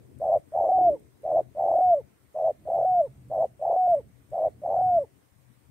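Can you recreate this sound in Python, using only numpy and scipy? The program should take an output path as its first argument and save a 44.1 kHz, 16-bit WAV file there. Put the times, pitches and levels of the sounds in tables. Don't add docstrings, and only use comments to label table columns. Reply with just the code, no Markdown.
import sys
import numpy as np
from scipy import signal
from scipy.fft import rfft, irfft
from scipy.io import wavfile
from scipy.ndimage import uniform_filter1d, map_coordinates

SR = 44100
rng = np.random.default_rng(int(sys.argv[2]) if len(sys.argv) > 2 else 0)


def transcribe(u):
    v = np.clip(np.atleast_2d(u).T, -1, 1)
    q = np.round(v * 32767).astype(np.int16)
    wavfile.write(sys.argv[1], SR, q)


def voltage_ratio(level):
    return 10 ** (np.asarray(level, float) / 20)


N = 251370

# (start [s], length [s], level [dB], throbs [count])
LONG_ROLLS = [
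    (0.5214, 0.17, 1, 16),
    (1.5504, 0.19, 0, 16),
    (2.6541, 0.16, -0.48, 13),
    (3.5947, 0.17, -0.63, 15),
    (4.6177, .148, -1.9, 13),
]


def unit(x):
    return x / np.sqrt(np.mean(x ** 2) + 1e-20)


def along(points, hz):
    f, v = np.transpose(points)
    return np.interp(np.log(hz + 1), np.log(f + 1), v)


def wobble(rate):
    knots = rng.standard_normal(int(N * rate / SR) + 4)
    return map_coordinates(knots, [np.arange(N) * rate / SR])


def noise(gain, patchy_db):
    z = signal.stft(rng.standard_normal(N), nperseg=512)[2]
    field = uniform_filter1d(rng.standard_normal(z.shape), size=5, axis=0)
    field = uniform_filter1d(field, size=8, axis=1)
    x = signal.istft(z * voltage_ratio(patchy_db * unit(field)), nperseg=512)[1][:N]
    return unit(irfft(rfft(x) * gain(np.fft.rfftfreq(N, 1 / SR)), N))


def engine(opening):
    # (pitch [Hz], level [dB])
    drone_colour = [(20, -37), (45, -23), (63, -6.5), (90, -4), (110, -9), (127, 3), (150, -11.5),
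                    (200, -10.5), (250, -16), (280, -10), (320, -19), (500, -27), (900, -40), (1200, -120)]
    # (time [s], level [dB])
    engine_level = [(0, -51.5), (.15, -46), (.5, -52), (.85, -46), (1.3, -53), (1.75, -49.5), (2.25, -55),
                    (2.7, -52.5), (3.4, -51.5), (3.75, -57), (3.96, -48), (4.3, -53.5), (4.9, -49),
                    (5.3, -61), (5.7, -51.5)]
    # (from [s], to [s])
    lulls = [(2.44, 2.94), (2.97, 3.57), (3.87, 4.12), (4.21, 4.27), (4.43, 4.66), (4.82, 5.06)]
    cut_db, cut_lift_db = -25, 6.5
    t = np.arange(N) / SR
    lull = uniform_filter1d(sum(1. * (t > a) * (t < b) for a, b in lulls), size=900)
    drone, other = [noise(lambda hz: voltage_ratio(along(drone_colour, hz)), patchy_db=3.5) for _ in range(2)]
    level = voltage_ratio(np.interp(t, *np.transpose(engine_level)) + 0.33 * wobble(21))
    in_lull = lull * (0.65 * drone + .5 * other)
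    through_cut = voltage_ratio(cut_db + cut_lift_db * opening) * (0.83 * drone + .65 * other)
    return level * np.array([drone, in_lull + through_cut])


def wind(opening):
    # (pitch [Hz], level [dB])
    flutter_colour = [(40, -36), (150, -20), (220, -20), (320, 3.5), (450, 1), (600, -12.5), (900, -26),
                      (1300, -120)]
    # (time [s], level [dB])
    gusts = [(0, -53), (.3, -61.5), (.55, -62.5), (.9, -43.5), (1.15, -67.5), (1.35, -48.5), (1.55, -66.5),
             (1.7, -50.5), (2.1, -66), (2.45, -71), (3, -65.5), (3.5, -72.5), (3.7, -56.5), (4.1, -73.5),
             (4.45, -61), (5, -65), (5.3, -74.5), (5.7, -75.5)]
    lift_db = 9
    flutter = noise(lambda hz: voltage_ratio(along(flutter_colour, hz)), patchy_db=1.0)
    flutter = unit(voltage_ratio(1.0 * wobble(25)) * flutter)
    gust_db = np.interp(np.arange(N) / SR, *np.transpose(gusts))
    return voltage_ratio(gust_db + lift_db * opening) * flutter * [[0], [1]]


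def air(opening):
    # (pitch [Hz], level [dB])
    air_colour = [(240, -43.5), (400, -16.5), (535, -5), (860, -9.5), (929, -8), (1660, -12.5), (3210, -17),
                  (4780, -20), (6300, -19), (15500, -18.5)]
    hiss = [noise(lambda hz: voltage_ratio(along(air_colour, hz)), patchy_db=2.2) for _ in "LR"]
    return voltage_ratio(-69 + 5.5 * opening) * np.array(hiss)


def shimmer(opening):
    # (centre [Hz], width [Hz], level [dB], left raised and right lowered by [dB], noise reducer's lift
    # [dB])
    bands = [
        (8520, 590, -81.5, 2.5, 7.5),
        (2000, 510, -82, -2.5, 8),
        (1200, 290, -90, 0, 22.5),
    ]
    out = np.zeros((2, N))
    for centre_hz, width_hz, level_db, pan_db, lift_db in bands:
        song = [noise(lambda hz: np.exp(-((hz - centre_hz) / width_hz) ** 2), patchy_db=-1.5) for _ in "LR"]
        level = voltage_ratio(level_db + lift_db * opening + 1.6 * wobble(8.7))
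        out += level * np.array(song) * voltage_ratio([[pan_db], [-pan_db]])
    return out


def cricket():
    # (middle [s], half length [s], level [dB])
    phrases = [(0.638, 0.095, -78), (1.673, 0.063, -80), (2.794, 0.073, -83), (3.749, 0.065, -86),
               (4.722, 0.079, -78.5)]
    t = np.arange(N) / SR
    swell = sum(voltage_ratio(db) * np.exp(-((t - s) / half) ** 2) for s, half, db in phrases)
    chirr = [noise(lambda hz: np.exp(-((hz - 6450) / 110) ** 2), patchy_db=3.0) for _ in "LR"]
    return swell * np.array(chirr)


def ticks():
    # (time [s], peak [dB], ring pitch [Hz], left over right [dB])
    taps = [(0.1877, -48, 8820, 11), (0.9978, -49, 8680, 4), (1.2217, -53, 10300, -1),
            (2.3317, -56.5, 10800, 7), (3.286, -56, 8370, 11.5), (3.4189, -50, 7180, -2.5),
            (3.9048, -48, 8230, -2), (4.3044, -51, 7560, 1.5)]
    out, t = np.zeros((2, N)), np.arange(SR // 100) / SR
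    for s, peak_db, hz, pan_db in taps:
        fade = voltage_ratio(peak_db - 3 - 60 * t / 0.0044) * (1 - np.exp(-t / .0002))
        ring = fade * (np.sin(2 * np.pi * hz * t) + .5 * rng.standard_normal(len(t)))
        both = np.diff(ring, prepend=0) * voltage_ratio([[pan_db / 2], [-pan_db / 2]])
        out[:, round(s * SR):][:, :len(t)] += both
    return out


def throbs(rows, shape, scatter):
    gap_scatter, db_scatter, hz_scatter, depth_scatter_db = .05, 1, 14, 3
    hz_per_db = 14
    share, peaks, pitches, depths, gaps = np.transpose(shape)
    fine = np.linspace(0, 1, num=200)
    beats = np.cumsum(1 / np.interp(fine, share, gaps))
    beats = (beats - beats[0]) / (beats[-1] - beats[0])
    for (start, length, level_db, count), luck in zip(rows, rng.standard_normal((len(rows), 4, 30))):
        k = np.arange(round(count) + 1)
        luck = scatter * np.clip(luck[:, k], -2, 1) * (k > 0) * (k < k[-1])
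        at = np.interp((k + gap_scatter * luck[0]) / k[-1], beats, fine)
        louder_db = db_scatter * luck[1]
        peak_db = np.interp(at, share, peaks) + level_db + louder_db
        pitch_hz = np.interp(at, share, pitches) + hz_scatter * luck[2] + hz_per_db * louder_db
        depth_db = np.maximum(np.interp(at, share, depths) + depth_scatter_db * luck[3], 0)
        weaker_side_db = np.minimum(peak_db, np.r_[peak_db[1:], 0])
        yield start + at * length, peak_db, pitch_hz, weaker_side_db - depth_db


def roll(glide_hz, reach, flip):
    # (start [s], length [s], level [dB], throbs [count])
    short_rolls = [(.2003, 0.19, 1, 18), (1.2337, 0.19, 1, 17), (2.3449, 0.18, 0, 17),
                   (3.2995, .17, -0.5, 18), (4.3169, 0.18, -1, 18)]
    # (share of its length [0-1], peak [dB], pitch [Hz], valley depth [dB], throb gap
    short_shape = [(0, -41, 523.4, 0, 10), (.1, -22.5, 648.8, 11, 9.1), (0.199, -21.5, 704, 15, 14),
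                   (.4, -19, 674.7, 13, 11.3), (.54, -17.5, 634.4, 8.5, 10), (.72, -14.5, 689.5, 10.5, 10),
                   (.88, -15, 643.1, 11, 11), (0.946, -28.5, 542.7, 17, 8.3), (1, -54, 463, 0.5, 9)]
    long_shape = [(0, -41, 585, 0.5, 10), (0.099, -32, 612, 4.5, 12.6), (.17, -19.5, 690, 17, 11.2),
                  (0.349, -17.5, 706, 16.5, 15.7), (.7, -16, 685.8, 13, 9.8), (1, -16, 693.5, 14.5, 12)]
    hz, size = np.full(N, 500.), np.zeros(N)
    rolls = [*throbs(short_rolls, short_shape, 1), *throbs(LONG_ROLLS, long_shape, 1.6)]
    for s, peak_db, centre_hz, valley_db in rolls:
        n = np.arange(int(s[0] * SR), int(s[-1] * SR))
        place = np.interp(n / SR, s, np.arange(len(s)))
        k, u = place.astype(int), place % 1
        side_db = np.where(u < .5, peak_db[k], peak_db[k + 1])
        throat_open = abs(np.cos(np.pi * u)) ** 2.1
        deep = np.clip((np.minimum(peak_db[k], peak_db[k + 1]) - valley_db[k] - 13.5) / 3, 0, 1)
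        valley = voltage_ratio(valley_db[k]) * (1 - flip * deep)
        size[n] = throat_open * voltage_ratio(side_db) + (1 - throat_open) * valley
        swing = glide_hz * np.clip((peak_db - valley_db) / 12, 0, 1)[:-1]
        gap = np.diff(s) * min(reach, .45)
        times = np.c_[s[:-1], s[:-1] + gap, s[1:] - gap].ravel()
        pitches = np.c_[centre_hz[:-1], centre_hz[:-1] + .25 * swing, centre_hz[1:] - swing].ravel()
        hz[n] = np.interp(n / SR, times, pitches)
    return hz, size


def held(drop_hz, rebound, settle_s):
    # (break [s], top pitch [Hz], level [dB], tail [s])
    tones = [(.889, 760.4, -20, .083), (1.937, 757, -20, .079), (3.009, 753, -22, .071),
             (3.943, 749.6, -21.5, 0.07), (4.984, 746.6, -22, .068)]
    # (time [s], share of the tone lost [0-1], half length [s])
    catches = [(.713, 0.76, 0.0051), (0.783, 0.7, 0.0034), (0.809, 0.3, 0.003), (1.749, .7, .008),
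               (1.782, 0.85, 0.004), (1.803, 0.7, .0045), (2.822, .8, 0.0055), (2.844, 0.91, 0.0049),
               (3.874, 0.5, 0.0034), (4.785, 0.72, 0.0034), (4.81, 0.7, 0.0026)]
    # (time from it [s], pitch drop [Hz], gain [dB])
    sagging = [(-.22, 0, -.3), (-.15, 7, 0), (-.09, 20, .5), (-.045, 40, 1.5), (-.02, 62, 3), (0, 92, 4.5)]
    # (share of the tail [0-1], pitch drop [Hz], gain [dB])
    tail_shape = [(.08, 110, 3.5), (.16, 165, -4.5), (.63, 195, -8), (.82, 275, -19), (1, 350, -30)]
    hz, size, t = np.zeros(N), np.zeros(N), np.arange(N) / SR

    def bump(s, half):
        return np.exp(-((t - s) / half) ** 2 * 2)

    choke, low, surge = np.zeros((3, N))
    for s, share, half in catches:
        choke += share * bump(s, half)
        low += share * np.sqrt(half / 0.0047) * bump(s + 0.78 * half, 1.6 * half)
        surge += share * (bump(s + 1.4 * half, half) - .4 * bump(s + 2.8 * half, .6 * half))
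    for (roll_s, length, *_), (knee, top_hz, note_db, tail) in zip(LONG_ROLLS, tones):
        start = roll_s + length
        sliding = [(share * tail, fall_hz, db) for share, fall_hz, db in tail_shape]
        s, sag_hz, gain_db = np.transpose(sagging + sliding)
        on = (t >= start - 1 / 1000) & (t < knee + tail)
        after = t[on] - knee
        last = np.exp(-np.maximum(t[on] - start, 0) / settle_s)
        hz[on] = top_hz - np.interp(after, s, sag_hz) - drop_hz * low[on] - 45 * last
        strength = np.sqrt(2) * voltage_ratio(note_db + np.interp(after, s, gain_db) + 2.5 * last)
        size[on] = strength * np.clip(1 - choke[on] + rebound * surge[on], 0, 2)
    return hz, size


def dove():
    # (pitch [Hz], level [dB])
    overtone = [(400, -52.5), (480, -62), (560, -71.5), (600, -79), (680, -65.5), (750, -72)]
    roll_hz, roll_size = roll(glide_hz=94.44, reach=0.35, flip=5.9)
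    held_hz, held_size = held(drop_hz=150, rebound=.5, settle_s=.004)
    hz = uniform_filter1d(np.where(held_hz > 0, held_hz, roll_hz), size=70) + 4.4 * wobble(150)
    size = np.where(held_hz > 0, held_size, roll_size)
    size = signal.fftconvolve(size, np.hanning(130) / 64.5, "same")
    size = size * voltage_ratio(0.3 * wobble(100))
    phase = 2 * np.pi * np.cumsum(hz) / SR
    rolling = uniform_filter1d(1. * (held_hz == 0), size=600)
    second = np.sqrt(2) * voltage_ratio(along(overtone, hz) + 2.5 * wobble(70))
    second = second * np.clip(size / 0.0067, 0, 1) * (1 - 0.54 * rolling)
    breath = noise(lambda f: np.exp(-((f - 800) / 250) ** 2), patchy_db=2)
    rasp = voltage_ratio(-32) * size * (0.34 + rolling) * breath
    return size * np.sin(phase) + second * np.sin(2 * phase + 0.23 * wobble(120)) + rasp


def banks(x):
    # (pitch [Hz], time to fall 60 dB [s])
    fading = [(400, 0.15), (720, 0.27), (4000, .05)]
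    hz, t, z = signal.stft(rng.standard_normal((2, SR // 4)), SR, nperseg=256)
    fade_db = -60 * t / along(fading, hz)[:, None]
    dull_db = -60 * (hz > 2000)[:, None]
    tail = signal.istft(z * voltage_ratio(fade_db + dull_db), SR, nperseg=256)[1]
    late = np.pad(x, (200, 0))[None]
    return signal.fftconvolve(late, tail / np.linalg.norm(tail[0]), axes=1)[:, :N]


def scene():
    bird = dove()
    loud_db = 10 * np.log10(abs(uniform_filter1d(bird ** 2, size=3000)) + 1e-9)
    opening = uniform_filter1d(np.clip((loud_db + 44.0) / 30, 0, 1), size=1500)
    lead = .35 * np.gradient(bird) * [[1], [-1]]
    low_end = voltage_ratio(4.2 * opening - 1.5) * (engine(opening) + wind(opening))
    background = low_end + air(opening) + shimmer(opening) + cricket()
    return background + ticks() + bird + lead + voltage_ratio(-40) * banks(bird)


def roll_off(x):
    return signal.sosfilt(signal.butter(12, 15690, fs=SR, output="sos"), x)


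def record(dry):
    kept = irfft(rfft(dry) * (np.fft.rfftfreq(N, 1 / SR) < 15700), N)
    return roll_off(kept)


dry = scene()
out = record(dry)
transcribe(out)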